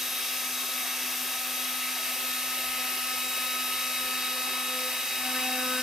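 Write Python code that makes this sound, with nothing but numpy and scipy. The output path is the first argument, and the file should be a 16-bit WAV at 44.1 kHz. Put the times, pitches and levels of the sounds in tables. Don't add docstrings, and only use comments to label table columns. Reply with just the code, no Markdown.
import sys
import numpy as np
from scipy import signal
from scipy.fft import rfft, irfft
from scipy.io import wavfile
from scipy.ndimage import uniform_filter1d

SR = 44100
rng = np.random.default_rng(int(sys.argv[2]) if len(sys.argv) > 2 else 0)


def dump(signal):
    limited = np.clip(np.atleast_2d(signal).T, -1, 1)
    pcm = np.round(limited * 32767).astype(np.int16)
    wavfile.write(sys.argv[1], SR, pcm)


N = 256662
T = np.arange(N) / SR
FREE_HZ = 254.6
PASS_S = 4.6

# time_s, load
CUTTING_LOAD = [(0, 0), (3.8, 0.068), (4.75, 0.2), (5.13, 0.0056), (5.25, 0.79), (5.7, 1), (5.82, 0.98)]
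# shaft_order, near_db,
# far_db, shift_at_share, shift_width_share, mid_pass_boost_db, bite_db, pan_db, near_lead_rad,
# far_lead_rad. Shares are of the pass; positive pan and phase lead favour the left channel.
SPINDLE_TONES = [(1, -54, -52.5, 0.75, .15, 2, -40.5, 2.5, 0.048, -0.05),
                 (2, -60.5, -58, 0.45, .03, -5.5, -52, 3.5, 0.28, -0.27),
                 (3, -54.5, -52, .55, 0.035, 1, -49.5, 1, 0.063, -0.16),
                 (5, -48, -40.5, .5, .12, 1, -55, 6, 1, 0.062),
                 (10, -52.5, -42.5, 0.53, 0.078, 1, -44.5, 2, 0.61, 0.48),
                 (15, -42.5, -39.5, 0.69, 0.015, -2, -39, 0.8, -0.87, -0.67),
                 (20, -49, -49.5, .9, .06, -4, -46, -2, -0.015, -.4)]
# shaft_order, near_db, far_db, bite_db, pan_db, lead_rad
COMMUTATOR_TONES = [(4, -74, -63, -55, 1, -0.06), (6, -70, -59, -45, 9, -.2),
                    (7, -53.5, -47, -43.5, -0.5, 0.2), (25, -49, -55.5, -60, 3, -0.31),
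                    (30, -56, -47, -44, 5, -1.4), (34, -54, -53.5, -53, 3, -1.3),
                    (35, -59, -48, -51, 4, 1.5), (41, -53, -49, -47, 3, -1.3), (43, -62, -64, -59, 6, -.4),
                    (50, -56, -57, -58, 0, -.3), (53, -54, -52, -53, -1, -1.1)]
# frequency_hz, pan_db
STEREO_PAN = [(60, 1), (92, -1), (140, 1.0), (210, 14), (330, 0.5), (500, 1.5), (770, -1), (1170, 1.5),
              (1790, -0.5), (2740, 0.5), (4190, 1.5), (6410, 2.5), (9810, 2.0), (15000, 0.5)]
# frequency_hz, lead_rad
STEREO_LEAD = [(60, -0.43), (1300, -0.2), (2000, 0.061), (3100, -0.69), (3550, 1), (3900, -0.96),
               (5000, -0.29), (6000, -0.91), (8200, -0.7), (10500, -1), (11600, -0.92), (12300, -1.4),
               (14700, -0.95)]


def gain_of(db):
    return 10 ** (np.asarray(db) / 20)


def curve_at(points, hz):
    corners_hz, values = np.transpose(points)
    return np.interp(np.log(hz + 1), np.log(corners_hz + 1), values)


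def follow(rows, t):
    times, *columns = np.transpose(rows)
    return [np.interp(t, times, column) for column in columns]


def wander(rate_hz, size=4096):
    hz = np.fft.rfftfreq(size, T[-1] / size)
    drift = irfft(rfft(rng.standard_normal(size)) / np.sqrt(1 + (hz / rate_hz) ** 4))
    return np.interp(T, np.linspace(0, T[-1], size), (drift - drift.mean()) / drift.std())


def patches(shape, frames, bins):
    field = uniform_filter1d(rng.standard_normal(shape), frames, axis=0)
    field = uniform_filter1d(field, bins, axis=1)
    return field / field.std()


def swell(middle_s, length_s):
    return np.exp(-2 * ((T - middle_s) / length_s) ** 2)


def crossfade(t, at=0.43, width=0.084):
    return .5 + .5 * np.tanh((np.minimum(t / PASS_S, 1) - at) / (2 * width))


def blend(near_db, far_db, bite_db, travel, load):
    return (1 - load) * gain_of(near_db + travel * (far_db - near_db)) + load * gain_of(bite_db)


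def tone(cycles, rms_db, pan_db, lead_rad):
    sides = np.array([[.5], [-.5]])
    pan = gain_of(sides * pan_db)
    pan = pan / np.sqrt(np.mean(pan ** 2))
    return np.sqrt(2) * gain_of(rms_db) * pan * np.cos(2 * np.pi * cycles + sides * lead_rad)


def shaft_turns(load, sag_hz=0.5, drift_hz=0.0852, flutter_hz=0.12):
    return np.cumsum(FREE_HZ - sag_hz * load + drift_hz * wander(1) + flutter_hz * wander(11)) / SR


def spindle(turns, load, fade_hz=4, wobble_hz=6.8, wobble_db=0.7, chatter_hz=35):
    # middle_s, length_s, shaft_order, level_db
    catches = [(4.06, 0.067, 2, -49), (4.364, 0.067, 2, -48), (4.803, 0.2, 2, -43), (5.272, 0.076, 3, -40),
               (5.358, 0.043, 5, -39), (5.378, .1, 2, -44), (5.445, .08, 10, -41), (5.5, 0.21, 3, -39),
               (5.69, 0.32, 2, -40.5), (5.71, 0.12, 5, -37)]
    shake = 0.088 + 0.058 * load
    mid_pass = swell(2.1, 1.55)
    lull_db = -6 * swell(5.08, 0.22)
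    out = 0
    for order, near_db, far_db, at, width, mid_db, bite_db, pan_db, near_rad, far_rad in SPINDLE_TONES:
        travel = crossfade(T, at, width)
        ride_db = mid_db * mid_pass + lull_db * (order * FREE_HZ < 2000)
        level = blend(near_db, far_db, bite_db, travel, load) * gain_of(ride_db)
        for middle_s, length_s, caught_order, catch_db in catches:
            if round(caught_order) == round(order):
                level = np.hypot(level, gain_of(catch_db) * swell(middle_s, length_s))
        fade_db = (1.5 - 0.85 * travel) * wander(fade_hz)
        wobble = np.sin(2 * np.pi * (wobble_hz * T + rng.random()))
        cycles = round(order) * turns + rng.random() + shake * wander(chatter_hz) / (2 * np.pi)
        lead_rad = near_rad + travel * (far_rad - near_rad) + 0.17 * wander(fade_hz)
        chatter = 1 + shake * wander(chatter_hz)
        out = out + level * chatter * tone(cycles, fade_db + wobble_db * wobble, pan_db, lead_rad)
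    return out


def commutator(turns, travel, load, trim_db=-1.5, fade_db=0.6, fade_hz=1.8, swing_rad=0.28):
    out = 0
    for order, near_db, far_db, bite_db, pan_db, lead_rad in COMMUTATOR_TONES:
        level = blend(near_db, far_db, bite_db, travel, load)
        cycles = round(order) * turns + rng.random()
        db = trim_db + fade_db * wander(fade_hz)
        out = out + level * tone(cycles, db, pan_db, lead_rad + swing_rad * wander(fade_hz))
    return out


def faint_harmonics(turns, fade_db=4.5, fade_hz=1.2, swing_rad=0.83):
    # pitch_hz, level_db
    levels = [(2500, -67), (5000, -70), (7500, -76), (10000, -66), (12000, -66), (14000, -61), (15000, -56)]
    strong_orders = [round(row[0]) for row in SPINDLE_TONES + COMMUTATOR_TONES]
    out = 0
    for order in range(11, 59):
        if order not in strong_orders:
            hz = order * FREE_HZ
            db = curve_at(levels, hz) + fade_db * wander(fade_hz)
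            lead_rad = curve_at(STEREO_LEAD, hz) + swing_rad * wander(fade_hz)
            out = out + tone(order * turns + rng.random(), db, curve_at(STEREO_PAN, hz), lead_rad)
    return out


def stereo_air(hz, travel, treble):
    # frequency_hz, coherence
    likeness = [(60, 0.65), (120, 1), (250, 1), (1200, 0.92), (1500, 0.86), (2000, 0.98), (3000, 0.92),
                (3600, 1), (4900, 0.7), (5700, 0.76), (7300, 0.47), (8600, 0.68), (11000, 0.66),
                (13300, 0.69)]
    shape = (len(travel), len(hz))
    half_pan_db = curve_at(STEREO_PAN, hz) / 2 + 1.96 * treble * patches(shape, 150, 12)
    lead_rad = curve_at(STEREO_LEAD, hz) * (0.6 + 0.67 * travel)
    lead_rad = lead_rad + 0.14 * treble * patches(shape, 150, 12)
    left, independent = rng.standard_normal((2, *shape)) + 1j * rng.standard_normal((2, *shape))
    coherence = np.clip(curve_at(likeness, hz), 0, 1)
    right = (coherence * left + np.sqrt(1 - coherence ** 2) * independent) * np.exp(-1j * lead_rad)
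    return np.array([left * gain_of(half_pan_db), right * gain_of(-half_pan_db)])


def brushes_and_air(turns, split_hz=4000, dull_hz=11000, flutter_below_hz=1000, size=2048):
    # frequency_hz, density_db
    hiss_spectrum = [(20, -99), (60, -89), (130, -99), (200, -109), (400, -90), (650, -78), (1500, -74.5),
                     (2500, -71.5), (4000, -74.5), (5500, -73), (7300, -77.5), (10000, -75.5),
                     (13300, -74.5), (15000, -78)]
    # frequency_hz, boost_db
    scrape_eq = [(100, -3), (300, -12), (600, -2.5), (1200, 2.5), (1700, -0.5), (2700, 1.2), (5000, 0.5),
                 (9000, 1.5), (14000, 0.5)]
    # time_s, boost_db
    rail_rumble = [(0, 6), (1.4, -2), (3, 4), (4.3, 4), (4.7, -5), (5.3, 2), (5.82, -3)]
    # centre_hz, half_width_hz, near_boost_db, far_boost_db
    resonances = [(68, 11, -2, 7), (160.4, 14.4, 17.5, 17.5), (251, 26, 24.5, 26), (379, 24, 18.5, 17.5),
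                  (524, 19, 9, 11.5), (706, 63, 3.5, 3), (1130, 75, 3, 3.5), (1279, 16.5, 5.5, 7.5),
                  (1380, 44, -2.5, -2), (1620, 34, 4, 1), (1750, 60, 0, 3), (2180, 103, 4, 5),
                  (2704, 103, 6.5, 8), (2936, 22, 3, 9), (3440, 120, 5.5, 2), (3820, 41, 5, 2),
                  (4450, 330, 1.1, 3), (5920, 90, 6, 4.5), (8680, 190, 2.8, 4), (11300, 580, 2.5, 1.8),
                  (13130, 720, 3.5, 4.5)]
    hop = size // 4
    t = np.arange(N // hop + 5)[:, None] * hop / SR
    hz = np.fft.rfftfreq(size, 1 / SR)
    travel, load = crossfade(t), follow(CUTTING_LOAD, t)[0]
    treble = hz ** 2 / (hz ** 2 + split_hz ** 2)
    rattle_db = -1.47 + 0.2 * travel
    top_end = hz ** 4 / (hz ** 4 + dull_hz ** 4)
    brush_db = -0.35 - (1.5 + 2.5 * top_end) * crossfade(t, at=1)
    db = curve_at(hiss_spectrum, hz) + load * curve_at(scrape_eq, hz)
    db += (1 - treble) * rattle_db + treble * brush_db
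    db += follow(rail_rumble, t)[0] * np.exp(-(hz / 130) ** 2)
    for centre_hz, width_hz, near_db, far_db in resonances:
        db += (near_db + travel * (far_db - near_db)) * np.exp(-.5 * ((hz - centre_hz) / width_hz) ** 2)
    db += 3.3 * patches(db.shape, 6, 5) / (1 + (hz / flutter_below_hz) ** 2)
    db += 0.7 * patches(db.shape, 14, 60)
    db += patches(db.shape, 150, 2)
    spectra = stereo_air(hz, travel, treble) * gain_of(db) * np.sqrt(1.5 * SR / size)
    _, hiss = signal.istft(spectra, nperseg=size, noverlap=size - hop, time_axis=1, freq_axis=2)
    pulsing = 1 + .01 * np.cos(2 * np.pi * turns) + .02 * np.cos(4 * np.pi * turns)
    return pulsing * hiss[:, :N]


def stepper(travel, load, trim_db=-.5, duck_db=2, waver_db=1.5, jitter_cycles=.12):
    # pitch_hz, near_db, far_db
    drive_tones = [(666.5, -64, -63), (1332, -63, -62), (1998, -57, -53), (6645, -63, -64),
                   (6739, -61, -63), (6772, -63, -63)]
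    out = 0
    for hz, near_db, far_db in drive_tones:
        db = trim_db + near_db + travel * (far_db - near_db) - duck_db * load + waver_db * wander(4.3)
        out = out + tone(hz * T + jitter_cycles * wander(11), db, pan_db=1, lead_rad=-0.34)
    return out


def copper_squeal(turns, load, width_hz=300, decay_turns=.3, scrape_mix=.5):
    # time_s, centre_hz, full_load_db
    glide = [(5.3, 1100, -68), (5.335, 1320, -43), (5.365, 1750, -38), (5.4, 2170, -39), (5.44, 2530, -49),
             (5.52, 2400, -57), (5.58, 1550, -41), (5.68, 1388, -38), (5.82, 1620, -38)]
    centre_hz, db = follow(glide, T)
    strikes = sum(np.cos(2 * np.pi * order * turns) for order in range(2, 14))
    scrapes = np.exp(-(turns % 1) / decay_turns) * rng.standard_normal(N)
    drive = strikes / strikes.std() + scrape_mix * scrapes / scrapes.std()
    carrier = np.exp(2j * np.pi * np.cumsum(centre_hz) / SR)
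    pole = np.exp(-2 * np.pi * width_hz / SR)
    ring = (carrier * signal.lfilter([1], np.poly([pole] * 3), drive / carrier)).real
    return gain_of(db) * load * ring / ring.std()


def scene():
    travel = crossfade(T)
    load = np.clip(follow(CUTTING_LOAD, T)[0], 0, 1)
    turns = shaft_turns(load)
    motor = spindle(turns, load) + commutator(turns, travel, load) + faint_harmonics(turns)
    return motor + brushes_and_air(turns) + stepper(travel, load) + copper_squeal(turns, load)


def record(dry):
    high_cut = signal.firwin(1023, 15000, window=("kaiser", 9), fs=SR)
    return signal.oaconvolve(dry, high_cut[None], "same")


dry = scene()
out = record(dry)
dump(out)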